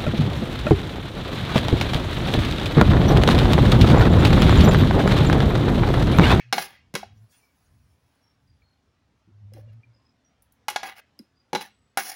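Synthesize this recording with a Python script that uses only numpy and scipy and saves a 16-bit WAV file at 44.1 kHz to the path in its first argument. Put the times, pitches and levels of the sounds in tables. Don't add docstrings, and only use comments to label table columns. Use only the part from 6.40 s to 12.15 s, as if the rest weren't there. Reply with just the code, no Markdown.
import sys
import numpy as np
from scipy import signal
from scipy.fft import rfft, irfft, next_fast_len
from scipy.io import wavfile
from scipy.ndimage import map_coordinates

SR = 44100
rng = np.random.default_rng(int(sys.argv[2]) if len(sys.argv) > 2 else 0)


def volts_from_db(level):
    exponent = np.asarray(level, float) / 20
    return 10 ** exponent


def generate_wav(signal):
    frames = np.transpose(np.atleast_2d(signal))
    scaled = np.clip(frames, -1, 1) * 32767
    pcm = np.round(scaled).astype(np.int16)
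    wavfile.write(sys.argv[1], SR, pcm)


N = 253575


def unit(x):
    return x / np.sqrt(np.mean(x ** 2) + 1e-20)


def along(points, hz):
    f, v = np.transpose(points)
    return np.interp(np.log(hz + 1), np.log(f + 1), v)


def curves(rows):
    s, *cols = np.transpose(rows)
    return [np.interp(np.arange(N) / SR, s, c) for c in cols]


def wobble(rate, size=N):
    knots = rng.standard_normal(int(size * rate / SR) + 4)
    return map_coordinates(knots, [np.arange(size) * rate / SR])


def noise(spectrum, size=N):
    m = next_fast_len(size)
    gain = volts_from_db(along(spectrum, np.fft.rfftfreq(m, 1 / SR)))
    return unit(irfft(rfft(rng.standard_normal(m)) * gain, m)[:size])


def streaky(x, depth_db):
    streak_hz, streak_s = 90, .07
    hz, t, z = signal.stft(x, SR, nperseg=1024)
    knots = rng.standard_normal((600, 400))
    places = np.meshgrid(hz / streak_hz, t / streak_s, indexing="ij")
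    field = map_coordinates(knots, places, mode="mirror")
    return unit(signal.istft(z * volts_from_db(depth_db * field), SR, nperseg=1024)[1][:N])


def treble(x):
    return signal.sosfilt(signal.butter(4, 8000, "high", fs=SR, output="sos"), x)


def add(out, s, sound):
    out[round(s * SR):][:len(sound)] += sound


# frequency in Hz, time to fall by 60 dB in seconds.
KITCHEN_DECAY = [(150, .2), (700, 0.22), (3000, 0.33), (10000, 0.19)]


def room_tail(size):
    hz, t, z = signal.stft(rng.standard_normal(size), SR, nperseg=256)
    fade = volts_from_db(-60 * t / along(KITCHEN_DECAY, hz)[:, None])
    tail = signal.istft(z * fade, SR, nperseg=256)[1][:size]
    return tail / np.linalg.norm(tail)


def with_echo(x, wet_db):
    echo = signal.fftconvolve(x, np.pad(room_tail(SR // 2), (150, 0)))
    return np.pad(x, (0, len(echo) - len(x))) + volts_from_db(wet_db) * echo


# time in seconds, level in dB.
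RUMBLE_LEVEL = [(0, -72), (.5, -64.5), (.76, -55.5), (.95, -73.5), (1.2, -72), (1.3, -59), (1.7, -70),
                (1.95, -74), (2.12, -61.5), (2.3, -68.5), (2.85, -70.5), (3.15, -58), (3.5, -70),
                (5.75, -73.5)]
# frequency in Hz, relative level in dB per Hz.
RUMBLE_COLOUR = [(15, -51), (25, -26), (68, -1), (119, -3.5), (270, -21), (320, -23.5), (420, -52),
                 (700, -120)]


def rumble():
    return volts_from_db(curves(RUMBLE_LEVEL)[0] + 1.5 * wobble(12)) * noise(RUMBLE_COLOUR)


# frequency in Hz, relative level in dB per Hz.
HISS_COLOUR = [(88, -31.5), (150, -8), (281, -3), (317, -11), (738, -11.5), (1620, -16), (5700, -25.5),
               (15300, -50.5), (16500, -44.5)]


def hiss():
    return volts_from_db(-71.5 + 0.73 * wobble(6.2)) * streaky(noise(HISS_COLOUR), depth_db=2.5)


# start in seconds, length in seconds, starting pitch in Hz,
# level in dB before doubling.
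BIRD_NOTES = [(0.989, 0.15, 2350, -77), (1.812, .12, 5580, -78), (2.072, 0.069, 4820, -80),
              (2.221, 0.16, 4330, -83.5), (3.534, 0.047, 5040, -78.5), (3.647, 0.041, 5100, -76),
              (3.844, 0.044, 5760, -76.5), (4.957, 0.074, 4880, -77), (5.268, 0.26, 8010, -84)]


def bird():
    droop_hz = 90
    out, blur = np.zeros(N), volts_from_db(3.7 * wobble(160))
    for s, length, hz, db in BIRD_NOTES:
        u = np.linspace(0, 1, round(length * SR))
        pitch = hz - droop_hz * u + 60 * wobble(150, size=len(u))
        swell = np.sin(np.pi * u ** 0.58)
        add(out, s, 2 * volts_from_db(db) * np.sin(2 * np.pi * np.cumsum(pitch) / SR) * swell)
    return blur * (out + signal.fftconvolve(out, room_tail(SR // 2))[:N])


# time in seconds, pitch in Hz, level in dB.
HUM_PATH = [(0, 119, -76), (.06, 119, -55), (.12, 119, -52.5), (.15, 119.2, -80), (.62, 99.8, -89.5),
            (.68, 101.5, -57.5), (.8, 108, -49), (.85, 108.7, -50), (.91, 108.1, -97), (2.78, 102.2, -79.5),
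            (3, 104.2, -46), (3.33, 111, -45), (3.4, 115, -49.5), (3.43, 116.1, -72.5), (3.5, 115.7, -54.5),
            (3.62, 116, -74.5), (3.8, 112, -89)]


def hum():
    hz, db = curves(HUM_PATH)
    phase = 2 * np.pi * np.cumsum(hz * (1 + 0.03 * wobble(40))) / SR
    ground = volts_from_db(1.8 * wobble(25)) * np.sin(phase)
    octave = volts_from_db(-24.5 + 6.2 * wobble(24)) * np.sin(2 * phase)
    return np.sqrt(2) * volts_from_db(db) * (ground + octave)


# time in seconds, level in dB.
RUSTLE_LEVEL = [(.7, -100), (.78, -71.5), (.88, -81.5), (.92, -65), (1.1, -75.5), (1.75, -82), (2.3, -91),
                (3, -97)]
# frequency in Hz, relative level in dB per Hz.
TREBLE_COLOUR = [(2650, -36.5), (4500, -7), (5270, -1.5), (7960, -12.5), (11000, -2.5), (13100, -16.5),
                 (15700, -2.5), (16200, -14.5), (16500, -51)]


def rustle():
    level = volts_from_db(curves(RUSTLE_LEVEL)[0] + 1.5 * wobble(25))
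    return level * streaky(noise(TREBLE_COLOUR), depth_db=6.5)


# frequency in Hz, relative level in dB, free time to fall by 60 dB in seconds.
MODES = [(212, -7.5, 0.42), (290, -2, 0.11), (383, -1, 0.26), (486, 2, 0.1), (551, 1, 0.12),
         (740, -3.5, 0.1), (779, 7.5, 0.08), (808, -0.5, .06), (1173, -9, 0.086), (1453, -3.5, 0.089),
         (1640, -3.5, 0.084), (1770, -4, 0.023), (2034, -3, .07), (2190, -4, .08), (2527, -6, 0.049),
         (2836, -1, 0.042), (3336, -10.5, .07), (4020, -8, 0.16), (4075, -8, 0.13), (5280, -5, 0.04),
         (5830, -8, 0.088)]


def jar_wall(x, between):
    f = np.fft.rfftfreq(N, 1 / SR)
    wall = sum(1 / (1 + ((f - hz) * t60 / 3) ** 2) for hz, _, t60 in MODES if hz < 3800)
    return unit(irfft(rfft(x) * (between + wall), N))


# time of the peak in seconds, level in dB.
WASHES = [(0, -49.5), (.3, -56.5), (.36, -57), (.6, -61), (.95, -64.5), (3.3, -70.5), (4.62, -64),
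          (5.27, -61.5)]
# frequency in Hz, relative level in dB per Hz.
WASH_COLOUR = [(800, -40), (1400, -6), (2200, -0.5), (4300, -5.5), (6500, -15), (9000, -27.5), (16000, -40)]


def linger():
    rise_s, fade_db_per_s = 0.048, 190
    s, db = np.transpose(WASHES)[:, :, None]
    since = np.arange(N) / SR - s
    rise = np.clip(1 + since / rise_s, 0, 1)
    level = (rise * volts_from_db(db - fade_db_per_s * np.clip(since, 0, None))).sum(0)
    wash = jar_wall(streaky(noise(WASH_COLOUR), depth_db=6), between=.6)
    return level * unit(volts_from_db(1.3 * wobble(65))) * wash


# loudest moment in seconds, rise in seconds, level in dB,
# fade to -20 dB in seconds, treble against that level in dB.
SHRED_SLIDES = [(.135, 0.006, -37, 0.142, -2), (0.225, .07, -38, 0.0453, 2.5),
                (0.269, 0.018, -51, 0.1074, -9), (.56, .015, -48, 0.08, -6), (3.166, 0.047, -62, 0.08, -6),
                (3.335, 0.016, -66.5, 0.01, -8), (4.446, 0.017, -36.5, 0.1, -9.5),
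                (4.595, 0.05, -46, 0.0123, -7.5), (5.16, 0.018, -50, 0.09, -3),
                (5.22, 0.021, -43, 0.0644, -4), (5.59, 0.013, -29, 0.04, -2), (5.66, 0.063, -42, 0.24, 4)]
# frequency in Hz, relative level in dB per Hz.
SHRED_COLOUR = [(180, -43.5), (300, -12.5), (535, -15.5), (777, -4.5), (1310, -7.5), (2130, -6),
                (2890, -10), (4500, -10), (5850, -42.5), (9900, -120)]


def shreds():
    rise_power, fade_bend, treble_fades = 0.99, 1.8, 1.1
    s, rise, db, fade, treble_db = np.transpose(SHRED_SLIDES)[:, :, None]
    times = np.arange(N // 40 + 2) * 40 / SR
    since = times - s
    swell = volts_from_db(db) * np.clip(1 + since / rise, 0, 1) ** rise_power
    fade_db = -20 * (np.clip(since, 0, None) / fade) ** fade_bend
    low_level = (swell * volts_from_db(fade_db)).sum(0)
    high_level = (swell * volts_from_db(treble_db + treble_fades * fade_db)).sum(0)
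    low_gain, high_gain = curves(np.transpose([times, low_level, high_level]))
    clumps = unit(volts_from_db(1.8 * wobble(400) + 1.3 * wobble(90)))
    low = jar_wall(streaky(noise(SHRED_COLOUR), depth_db=3.5), between=0.53)
    high = unit(volts_from_db(2.5 * wobble(70))) * streaky(noise(TREBLE_COLOUR), depth_db=4.5)
    return clumps * (low_gain * low + high_gain * high)


STRIKE = SR // 4
STRIKE_T = np.arange(STRIKE) / SR

# start in seconds, level in dB.
TREBLE_TICKS = [(4.022, -51), (4.122, -53.5)]


def ticks():
    out = np.zeros(N + 2 * SR)
    for s, db in TREBLE_TICKS:
        burst = volts_from_db(db - 60 * STRIKE_T / 0.035) * treble(noise(TREBLE_COLOUR, size=STRIKE))
        add(out, s, with_echo(burst, -8.5))
    return out[:N]


# start in seconds, pitch in Hz, level in dB,
# time to fall by 60 dB in seconds.
LIGHT_TOUCHES = [(.128, 206.7, -29, 0.26), (0.542, 188, -16, 0.025), (2.22, 2298, -55, 0.035),
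                 (2.874, 328, -52, 0.16), (2.874, 200, -50, 0.13), (3.12, 532, -44, 0.054),
                 (3.136, 5166, -37.5, 0.0094), (3.149, 322, -41, 0.12), (3.163, 553, -40, 0.13),
                 (3.17, 777, -46.5, 0.058), (3.225, 586, -56, 0.35), (3.433, 2365, -48, 0.054),
                 (4.791, 5030, -36, 0.017), (4.796, 244.2, -33.5, 0.075)]


def touches():
    out = np.zeros(N + 2 * SR)
    for s, hz, db, t60 in LIGHT_TOUCHES:
        phase = 2 * np.pi * np.cumsum(hz + 35 * wobble(90, size=STRIKE)) / SR
        onset = 1 - np.exp(-STRIKE_T / (.025 * t60))
        ping = volts_from_db(db - 60 * STRIKE_T / t60) * np.sin(phase) * onset
        add(out, s, with_echo(ping * volts_from_db(3.9 * wobble(200, size=STRIKE)), -15.5))
    return out[:N]


def ring_modes(thud_db, rim_db, bowl_db, spot_hz, rim_hz, share):
    favour_db, favour_octaves = 8.5, 0.53
    hz, level_db, t60 = np.transpose(MODES)[:, :, None]
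    body, rim, bowl = hz < 600, (hz >= 600) & (hz < 1000), (hz > 3800) & (hz < 4500)
    wall = ~body & ~rim & ~bowl
    luck = rng.standard_normal((2, len(hz), 1))
    pitch = np.where(rim, hz * rim_hz / hz[rim].mean(), hz)
    favour = favour_db * np.exp(-(np.log2(hz / spot_hz) / favour_octaves) ** 2)
    gain = volts_from_db(level_db + favour + 2.5 * luck[0])
    for part, part_db in ((body, thud_db), (rim, rim_db), (bowl, bowl_db), (wall, -1)):
        gain[part] *= volts_from_db(part_db) / np.linalg.norm(gain[part])
    drift = np.cumsum(rng.standard_normal((len(hz), STRIKE // 8)), axis=1).repeat(8, axis=1)
    drift = np.pad(drift, ((0, 0), (STRIKE % 8, 0)))
    phase = 2 * np.pi * pitch * (1 + .01 * luck[1]) * STRIKE_T + .07 * drift
    fade = volts_from_db(-60 * STRIKE_T / (np.where(bowl, 1, share) * t60))
    return (gain * fade * np.sin(phase)).sum(0)


# frequency in Hz, relative level in dB per Hz.
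CRACK_COLOUR = [(590, -34.5), (1000, -2), (2070, -8), (5670, -8.5), (8070, -13), (10200, -14),
                (15600, -27.5)]
# start in seconds, clink in dB, then against the clink thud of the jar body in dB,
# rim in dB, spoon bowl in dB and treble crack in dB (before an 8.5 dB lift), pitch the struck spot favours in Hz,
# pitch of the rim in Hz, share of the free ring time that the resting spoon allows from 0 to 1.
SPOON_BLOWS = [(0.1263, -11.5, -16, -10, -26, -18, 3020, 803, 0.79),
               (0.1303, -22, -13, 6.5, -30, -22.5, 1800, 768, 0.83),
               (.181, -17, -13.5, 2.5, -17.5, -28.5, 1720, 778, 0.76),
               (0.5397, -29.5, 1, -35, -20, -8, 2480, 784, 0.65),
               (.5524, -16.5, -9, -18.5, -24.5, -11, 2580, 785, 0.56),
               (0.6305, -35.5, -4, 11, -22, -32, 1350, 741, 0.49),
               (3.1362, -47, -6, -11, -16, -3, 3190, 780, 0.54),
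               (4.2829, -17.5, -30.5, -2, -26.5, -11.5, 2700, 823, 0.87),
               (4.3005, -27.5, -14, -12, -22.5, -4, 3220, 800, 0.94),
               (4.3603, -16, -32, -2, -26.5, -21.5, 1900, 818, 0.72),
               (4.431, -26, -18, 0, -30, -19, 1600, 753, 0.96),
               (4.7898, -47.5, -3, -30, -16, -1, 3320, 780, .55),
               (5.131, -23.5, 4, 5.5, -15, -14, 2594, 840, 0.56),
               (5.1496, -16.5, -4, 2, -18, -33, 2800, 820, 0.52),
               (5.158, -21, -3.5, 3, -18, -28, 1600, 840, 0.51),
               (5.2095, -27.5, -14, -3.5, -26, -23, 2990, 858, 0.69),
               (5.573, -15.5, -16.5, -1, -24, -5.5, 1340, 764, 0.87)]


def spoon():
    soft_s, hard_db = .002, -30
    out, t = np.zeros(N + 2 * SR), STRIKE_T
    for s, db, thud_db, rim_db, bowl_db, crack_db, spot_hz, rim_hz, share in SPOON_BLOWS:
        hardness = volts_from_db(db - hard_db)
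        contact_s = soft_s / (1 + hardness)
        ring = ring_modes(thud_db, rim_db, bowl_db, spot_hz, rim_hz, share)
        grip = volts_from_db(2.2 * wobble(300, size=STRIKE) * (1 - np.exp(-t / .008)))
        tone = grip * ring * (1 - np.exp(-t / contact_s))
        dull_b, dull_a = signal.butter(1, min(3 * spot_hz, SR / 4), fs=SR)
        buzz = signal.lfilter(dull_b, dull_a, noise(CRACK_COLOUR, size=STRIKE))
        chatter = hardness / (1 + hardness) * volts_from_db(-3.0 - 60 * t / (share * 0.07)) * buzz
        snap_gain = volts_from_db(crack_db + 8.5 - 60 * t / (share * 0.045))
        snap = snap_gain * treble(noise(CRACK_COLOUR, size=STRIKE))
        add(out, s, volts_from_db(db) * (with_echo(tone, -13.5) + with_echo(grip * chatter + snap, -9.0)))
    return out[:N]


def scene():
    bass_cut = signal.butter(3, 150, "high", fs=SR, output="sos")
    top_cut = signal.cheby1(10, 1, 15900, fs=SR, output="sos")
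    close = spoon() + touches() + ticks() + shreds() + linger()
    close = signal.sosfilt(np.vstack([bass_cut, top_cut]), close)
    notch_b, notch_a = signal.iirnotch(8050, 4, fs=SR)
    close = signal.lfilter(notch_b, notch_a, close) * .7 + close * .3
    return (close + hum() + bird() + rumble() + hiss() + rustle())[None]


def band_limit(x):
    return signal.sosfilt(signal.butter(12, 16990, fs=SR, output="sos"), x)


def record(dry):
    return band_limit(dry)


dry = scene()
out = record(dry)
generate_wav(out)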